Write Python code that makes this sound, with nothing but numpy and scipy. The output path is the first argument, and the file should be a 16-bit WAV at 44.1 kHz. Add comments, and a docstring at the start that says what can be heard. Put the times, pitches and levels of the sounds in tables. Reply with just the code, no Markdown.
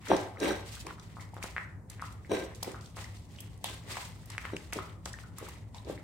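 """A low wavering hum, then at once the wet squelch of a small dog eating soft food from a ceramic bowl, close up.
Fizzing, bubbling mouthfuls come about five a second; films of saliva tick and air pockets pop as chirps.
The pushed bowl judders over the hard floor as sparse jolts, rings faintly and knocks with its foot.
Noise shaped by spectra makes the hum and mash; a bare room answers all but the hum, into two microphone ports."""
import sys
import numpy as np
from scipy import signal
from scipy.fft import rfft, irfft
from scipy.io import wavfile
from scipy.ndimage import uniform_filter1d

SR = 44100
rng = np.random.default_rng(int(sys.argv[2]) if len(sys.argv) > 2 else 0)


def unload_audio(sound):
    """Save the sound as a 16-bit wav file, at the path given as the first command line argument."""
    columns = np.transpose(np.atleast_2d(sound))
    # keep every value between -1 and 1, then stretch to whole-number steps
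    steps = np.round(np.clip(columns, -1, 1) * 32767)
    wavfile.write(sys.argv[1], SR, steps.astype(np.int16))


N = 265923

# low room noise, spectrum shape: f/Hz, level/dB per Hz
HUM_SPECTRUM = [(12, -51), (20, -34), (70, 1), (107, -7), (206, -9.5), (384, -19.5), (797, -25),
                (1070, -26.5), (1370, -42.5), (1950, -37.5), (3260, -66), (3740, -52), (8200, -44.5),
                (13000, -54)]
HUM_NOISE_DB = -51.5
# fuzzy hum tones: f/Hz, width/Hz, level/dB
HUM_TONES = [(60.5, 5.8, -58), (102.4, 20.5, -50), (161.5, 24, -59.5)]
# wet mouthfuls: full at t/s, held t/s, fizz level/dB, squelch level/dB (before the lumps)
BITES = [(0.067, .13, -52, -47), (0.438, .06, -45.5, -40.5), (0.669, 0.084, -51.5, -54.5),
         (0.878, 0.01, -59, -55.5), (1.03, .13, -64.5, -64), (1.212, 0.015, -61.5, -72),
         (1.35, .02, -64, -61.5), (1.433, 0.0058, -49.5, -52.5), (1.57, 0.019, -63, -72),
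         (1.909, 0.0071, -61.5, -59), (2.029, 0.033, -57, -55.5), (2.24, 0.016, -65.5, -72),
         (2.348, 0.027, -49, -43.5), (2.56, 0.014, -61.5, -81), (2.64, 0.044, -53.5, -52.5),
         (2.82, .05, -62, -72), (2.981, 0.015, -48.5, -50.5), (3.148, 0.013, -61, -64.5),
         (3.31, 0.14, -63, -65), (3.52, 0.033, -69, -69), (3.656, 0.02, -47.5, -49.5),
         (3.898, 0.11, -46, -47.5), (4.201, .04, -63.5, -63.5), (4.303, 0.0067, -53.5, -52),
         (4.419, .03, -56, -49.5), (4.58, 0.066, -58.5, -63), (4.742, 0.057, -53, -49.5),
         (5.07, 0.018, -53.5, -60), (5.19, 0.046, -64.5, -65), (5.392, 0.12, -58.5, -55.5),
         (5.753, 0.013, -59.5, -60.5), (5.888, 0.02, -55, -58)]
BITE_RISE_S, BITE_RISE_PER_HELD = 0.025, 0.26
FIZZ_FALL_DB_PER_S, SQUELCH_FALL_DB_PER_S = 122, 111
LUMP_DB, LUMP_S = 2.5, 0.014  # the mash gives way unevenly
# fine fizz, spectrum shape: f/Hz, level/dB per Hz
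FIZZ_SPECTRUM = [(1470, -32), (2500, 2), (2790, 1.5), (3010, 2.5), (4760, 2), (6010, -1), (8460, 1.5),
                 (9660, -7), (14000, -11), (16000, -12)]
# squelch in the mouth, spectrum shape: f/Hz, level/dB per Hz
SQUELCH_SPECTRUM = [(500, -13.5), (900, 7), (1200, 8), (1550, 4.5), (2000, 12.5), (2500, 5), (4000, -1),
                    (6000, -19)]
# films of saliva tearing: t/s, peak level/dB, centre f/Hz
TICKS = [(0.084, -29, 5100), (0.166, -27.5, 4540), (0.392, -46, 8150), (0.401, -31, 5540),
         (0.804, -34, 7000), (0.866, -33, 6200), (0.997, -40, 4760), (1.208, -37.5, 5650),
         (1.342, -42.5, 7140), (1.4275, -32, 5660), (1.437, -30, 8200), (1.8996, -33.5, 6940),
         (2.0173, -36.5, 6300), (2.124, -45, 7200), (2.5483, -36.5, 5510), (2.5556, -40, 7400),
         (2.6287, -21.5, 4830), (2.631, -23, 11600), (2.716, -38, 6400), (2.81, -42, 4800),
         (2.859, -41, 4620), (2.9676, -34, 6700), (3.042, -38.5, 4750), (3.169, -44.5, 4900),
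         (3.3602, -44, 4230), (3.4052, -32, 9200), (3.576, -49, 7900), (3.6417, -22.5, 8350),
         (3.969, -35, 6040), (4.258, -41, 9200), (4.3016, -30, 6200), (4.3795, -35, 6130),
         (4.4238, -43, 5500), (4.5647, -35, 5330), (4.725, -37, 7600), (4.733, -24, 6940),
         (5.0563, -27, 5400), (5.1307, -31.5, 5700), (5.384, -31, 8300), (5.462, -44, 7000),
         (5.487, -39, 8580), (5.848, -42.5, 4450), (5.746, -38.5, 3700)]
TEAR_MS = 4.2
# the bowl dragged over the floor: full at t/s, held t/s, level/dB, ceramic ring level/dB re the push
PUSHES = [(0.109, .03, -25.5, -2.5), (.425, 0.076, -29, 1.5), (0.854, 0.013, -46.5, -6),
          (2.314, 0.02, -28, 1), (2.39, 0.038, -41.5, 1), (2.673, 0.0043, -38.5, -6),
          (3.655, 0.058, -52.5, 4), (3.868, 0.056, -51, -18), (4.533, 0.0049, -42.5, 0.5),
          (4.756, 0.018, -40.5, -18), (5.419, 0.011, -44.5, -4), (5.873, 0.047, -41.5, -12)]
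PUSH_RISE_S, PUSH_RISE_PER_HELD, PUSH_FALL_DB_PER_S = 0.012, 0.3, 355
# floor boards under the bowl, spectrum shape: f/Hz, level/dB per Hz
BOARD_SPECTRUM = [(71, -23), (120, -5), (144, -15), (316, 6), (474, 2.5), (1300, -16), (1560, -19.5),
                  (2860, -23), (3870, -19.5), (4460, -31.5), (15000, -67)]
# ceramic modes: f/Hz, width/Hz, level/dB re the ringing
BOWL_MODES = [(1575, 25, -16), (2270, 65, -28), (3860, 60, -21), (5720, 120, -23), (8200, 200, -30)]
# foot of the bowl on the floor: t/s, peak level/dB before port gain, starting f/Hz, cycles, room level/dB
KNOCKS = [(.102, -36, 590, 2.8, -11), (0.1164, -9.5, 696, 1.9, -11), (.133, -14.5, 640, 1.43, -0.5),
          (0.242, -39, 830, 1.4, -20), (2.322, -24.5, 396, 1.7, 5), (4.534, -28, 338, 1.3, -15.5),
          (4.546, -30.5, 297, 1.3, -5), (4.767, -31.5, 313, 1.2, -15), (5.898, -26, 420, 1.6, -21)]
# air pockets popping in the mouth: columns as KNOCKS (under 0.6 cycles the pitch starts below f)
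POPS = [(0.361, -44, 1130, 3.1, 5), (0.372, -39.5, 1910, 5.6, -16), (0.868, -35, 930, 3.5, 0),
        (0.869, -37, 2200, 4.6, -9), (0.983, -44.5, 1180, 2, 5), (1.169, -37, 1030, 2.1, 4),
        (1.197, -44, 1880, 5.4, 6), (1.335, -42, 780, 4.9, -7), (1.367, -31, 930, 0.79, 2),
        (1.427, -29, 2180, 3.3, -2), (1.442, -25.5, 790, 0.68, -3), (1.565, -21.5, 1620, 2.16, 3),
        (1.581, -23, 1740, 3, -7), (1.996, -36.5, 1600, 1.9, 6), (2.023, -27.5, 1130, 3.4, -1.5),
        (2.248, -44, 1860, 3.8, 0.5), (2.629, -32, 760, 1.5, 1), (2.745, -36, 1220, 2.7, 4),
        (2.969, -32.5, 940, 0.84, 6), (3.043, -40, 1850, 9.5, -4), (3.387, -40, 2820, 5.4, 3),
        (3.643, -28.5, 770, 2.2, -3), (3.6438, -22, 3210, 2.6, 3), (3.97, -29, 860, 2.3, -1),
        (4.35, -36, 1370, 1.2, -8), (4.381, -21, 1860, 1.9, -5.5), (4.439, -42, 1420, 2, 15),
        (4.453, -25, 1540, 1.14, -6), (4.567, -27, 2470, 3.6, -13), (4.727, -25.5, 2070, 1.9, 1),
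        (4.731, -21, 2080, 0.48, -8), (4.788, -28, 1135, 3.7, 0), (5.06, -26.5, 1060, 0.72, 0),
        (5.139, -37, 1670, 7.8, -1.5), (5.188, -33.5, 1620, 1.2, -6), (5.238, -46, 1310, 6.6, 2),
        (5.384, -42.5, 1090, 4.7, 1), (5.486, -40, 940, 3, -8), (5.745, -43, 850, 3.7, 3.5),
        (5.783, -44, 3600, 14, -6), (5.977, -41, 1910, 4.6, -1)]
# decay of the room: f/Hz, t60/s
ROOM_DECAY = [(300, 0.33), (800, 0.58), (2000, 0.42), (5500, 0.39), (12000, 0.22)]
# nearest surfaces: t/s, level/dB before the echo send
ECHOES = [(.0055, -0.5), (0.0161, -2.5), (0.027, -25)]
BUILD_S = 0.0053  # time constant of the diffuse tail filling in
# left-right likeness: f/Hz, correlation
LIKENESS = [(25, .86), (120, .92), (290, .86), (640, .6), (1200, .2), (4000, .03), (15000, 0)]
# colour of the two ports: f/Hz, left-right level/dB
PORT_COLOUR = [(60, 1), (150, 1), (380, 1), (950, 1.5), (2380, 1), (5980, 0), (15000, -3.5)]
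EDGE_HZ = 15950


def gain_of(db):
    """Decibels to a factor."""
    return 10 ** (np.asarray(db) / 20)


def evened(x):
    """Scales to rms 1."""
    return x / np.sqrt(np.mean(x ** 2) + 1e-20)


def read(points, hz):
    """Reads a table on a log-frequency axis."""
    f, value = np.transpose(points)
    return np.interp(np.log(hz + 1), np.log(f + 1), value)


def add(mix, s, sound):
    """Mixes a sound in at a time."""
    part = mix[..., round(s * SR):][..., :sound.shape[-1]]
    part += sound[..., :part.shape[-1]]


def pair(a, b):
    """Spreads over two ports: their likeness follows frequency, high in the bass and none at the top."""
    same = np.clip(read(LIKENESS, np.fft.rfftfreq(N, 1 / SR)), -1, 1)
    right = same * rfft(a) + np.sqrt(1 - same ** 2) * rfft(b)
    return np.array([a, irfft(right, N)])


def resonate(x, hz, width):
    """One narrow resonance of rms 1."""
    return evened(signal.lfilter(*signal.iirpeak(hz, hz / width, SR), x))


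def grains(points, per_s, spread_db, smooth):
    """Sparse clicks of uneven size over smooth noise, coloured causally by a spectrum."""
    struck = rng.random(N) < per_s / SR
    size = gain_of(spread_db * np.minimum(rng.exponential(1, N), 4)) * struck
    drive = evened(size * rng.standard_normal(N)) + smooth * rng.standard_normal(N)
    level_db = np.maximum(read(points, abs(np.fft.fftfreq(4096, 1 / SR))), -100)
    # minimum phase: no sound before its click
    spectrum = np.exp(np.conj(signal.hilbert(np.log(gain_of(level_db)))))
    taps = np.fft.ifft(spectrum).real[:2048]
    return evened(signal.oaconvolve(drive, taps)[:N]), drive


def stroke(s, held, db, rise, fall_db_per_s):
    """A level that swells 20 dB per rise time, holds, then dies away evenly in dB."""
    t = np.arange(N) / SR - s
    swell_db = 20 * np.minimum(t, 0) / max(rise, .003)
    fall_db = fall_db_per_s * np.maximum(t - held, 0)
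    return gain_of(db + swell_db - fall_db)


def pop(db, hz, cycles, glide, rise):
    """A few cycles that swell, rise in pitch as the pocket closes, and die."""
    u = np.arange(900) / SR * hz / max(cycles, .6)
    swell = u ** rise * np.exp(-4.5 * u)
    wave = swell * np.sin(2 * np.pi * cycles * (u + glide * u ** 2))
    return gain_of(db) * wave / abs(wave).max()


def strikes(rows):
    """Short rising chirps a touch stronger and later at the left port, with their room send."""
    near, sent = np.zeros((2, N)), np.zeros((2, N))
    for s, db, hz, cycles, room_db in rows:
        sound = pop(db, hz, cycles, glide=.08, rise=1.2)
        add(near[0], s + rng.uniform(0, .00012), gain_of(2.5) * sound)
        add(near[1], s, gain_of(0.5) * sound)
        add(sent, s, gain_of(room_db) * sound)
    return near, sent


def hum():
    """Low room noise with three narrow resonances of noise as fuzzy, wavering tones."""
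    gain = gain_of(read(HUM_SPECTRUM, np.fft.rfftfreq(N, 1 / SR)))
    noise = irfft(gain * rfft(rng.standard_normal((2, N))), N)
    air = gain_of(HUM_NOISE_DB) * evened(noise)
    for hz, width, db in HUM_TONES:
        tone = resonate(rng.standard_normal((2, N)), hz, width)
        air = air + gain_of(db) * resonate(tone, hz, width)
    return pair(*air)


def jaw(s, held, fizz_db, squelch_db):
    """Levels of one mouthful: the longer it is held, the slower it swells."""
    rise = BITE_RISE_S + BITE_RISE_PER_HELD * held
    return np.array([stroke(s, held, fizz_db, rise, FIZZ_FALL_DB_PER_S),
                     stroke(s, held, squelch_db, rise, SQUELCH_FALL_DB_PER_S)])


def bubbles(lo_hz, hi_hz, per_s, cycles):
    """Tiny random pops at 16 pitches and uneven sizes."""
    out = np.zeros(N)
    for hz in np.geomspace(lo_hz, hi_hz, num=16):
        burst = rng.random(N) < per_s / 16 / SR
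        size = gain_of(4 * np.minimum(rng.exponential(1, N), 3)) * burst
        out += signal.oaconvolve(size, pop(0, hz, cycles, glide=0.086, rise=1))[:N]
    return evened(out)


def chewing():
    """Fine fizz and coarser squelch follow the jaw, both strewn with bubbles."""
    fizz_level, squelch_level = np.sqrt(sum(jaw(*row) ** 2 for row in BITES))
    fizz = pair(*[grains(FIZZ_SPECTRUM, per_s=700., spread_db=3, smooth=1.6)[0] for port in "LR"])
    squelch = pair(*[grains(SQUELCH_SPECTRUM, per_s=500., spread_db=3, smooth=1.4)[0] for port in "LR"])
    fizz = fizz + gain_of(-13) * bubbles(4000, 11000, per_s=90, cycles=7)
    squelch = squelch + gain_of(-8) * bubbles(900, 3200, per_s=80, cycles=5)
    size = max(round(LUMP_S * SR), 2)
    wander = uniform_filter1d(rng.standard_normal((2, N)), size)
    lumps = gain_of(LUMP_DB * evened(uniform_filter1d(wander, size)))
    return fizz_level * lumps[0] * fizz + squelch_level * lumps[1] * squelch


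def tear(db, hz, ms, spread, chance):
    """A clump of uneven crackles in a wide band that builds and dies, other at each port."""
    u = np.arange(chance.shape[-1]) / SR * 1000 / max(ms, .3)
    edges = np.clip([hz / spread, hz * spread], 500, 18000)
    crackles = u ** 2 * np.exp(-3.0 * u) * chance * abs(chance)
    wave = signal.sosfilt(signal.butter(2, edges, "band", fs=SR, output="sos"), crackles)
    return gain_of(db) * wave / abs(wave).max()


def saliva_ticks():
    """Films of saliva tear into crackles, with their room send."""
    near, sent = np.zeros((2, N)), np.zeros((2, N))
    for s, db, hz in TICKS:
        sound = tear(db, hz, TEAR_MS, spread=1.55, chance=rng.standard_normal((2, 2500)))
        start = s - 0.42 * TEAR_MS / 1000  # the first crackles are faint
        add(near, start, sound)
        add(sent, start, gain_of(-4.5) * sound)
    return near, sent


def dragged_bowl():
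    """Stick-slip jolts shake the boards and ring the ceramic."""
    level, ringing = np.zeros(N), np.zeros(N)
    for s, held, db, ring_db in PUSHES:
        push = stroke(s, held, db, PUSH_RISE_S + PUSH_RISE_PER_HELD * held, PUSH_FALL_DB_PER_S)
        level += push
        ringing += gain_of(ring_db) * push
    boards, jolts = grains(BOARD_SPECTRUM, per_s=500., spread_db=2, smooth=.8)
    other_boards, _ = grains(BOARD_SPECTRUM, per_s=500., spread_db=2, smooth=.8)
    ring = sum(gain_of(db) * resonate(jolts * ringing, hz, width) for hz, width, db in BOWL_MODES)
    return pair(boards, other_boards) * level + ring * np.sqrt(np.mean(ringing ** 2))


def bowl_knocks():
    """The foot of the bowl knocks on the floor: low, short chirps of a cycle or three."""
    return strikes(KNOCKS)


def mouth_pops():
    """Pockets of air pop in the mouth: chirps that rise as each pocket closes."""
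    return strikes(POPS)


def room(x, tail_db, echo_db):
    """A few strong echoes, then sparse taps of random sign, each band dying at its own speed."""
    taps = np.zeros((2, SR))
    at = np.arange(300, SR - 20, 20) + rng.integers(0, 20, (2, (SR - 301) // 20))
    np.put_along_axis(taps, at, rng.choice([-1., 1.], at.shape), 1)
    hz, t, bands = signal.stft(taps, SR, nperseg=256)
    decay = gain_of(-60 * t / read(ROOM_DECAY, hz)[:, None])
    build = 1 - np.exp(-t / BUILD_S)
    tail = signal.istft(bands * decay * build, SR, nperseg=256)[1]
    tail = gain_of(tail_db) * tail / np.linalg.norm(tail[0])
    for s, db in ECHOES:
        add(tail, s, gain_of(db + echo_db) * np.ones((2, 1)))
    wet = signal.fftconvolve(x.mean(0)[None], tail, axes=1)[:, :N]
    return pair(*wet)


def scene():
    """Layers the sources, direct and through the room, over the hum."""
    mash = chewing()
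    ticks, ticks_sent = saliva_ticks()
    bowl = dragged_bowl()
    knocks, knocks_sent = bowl_knocks()
    pops, pops_sent = mouth_pops()
    smacks = ticks + knocks + pops
    smacks_sent = ticks_sent + knocks_sent + pops_sent
    return (hum() + mash + room(mash, tail_db=-13.0, echo_db=-43.0)
            + smacks + room(smacks_sent, tail_db=-2.5, echo_db=-8.0)
            + bowl + room(bowl, tail_db=-5.5, echo_db=-14.5))


def record(dry):
    """Colours the two ports oppositely, then cuts everything above the band edge."""
    tilt_db = read(PORT_COLOUR, np.fft.rfftfreq(N, 1 / SR)) / 2
    coloured = irfft(rfft(dry) * gain_of([tilt_db, -tilt_db]), N)
    low_pass = signal.firwin(511, EDGE_HZ, window=("kaiser", 9), fs=SR)
    return signal.oaconvolve(coloured, low_pass[None], "same")


dry = scene()
out = record(dry)
unload_audio(out)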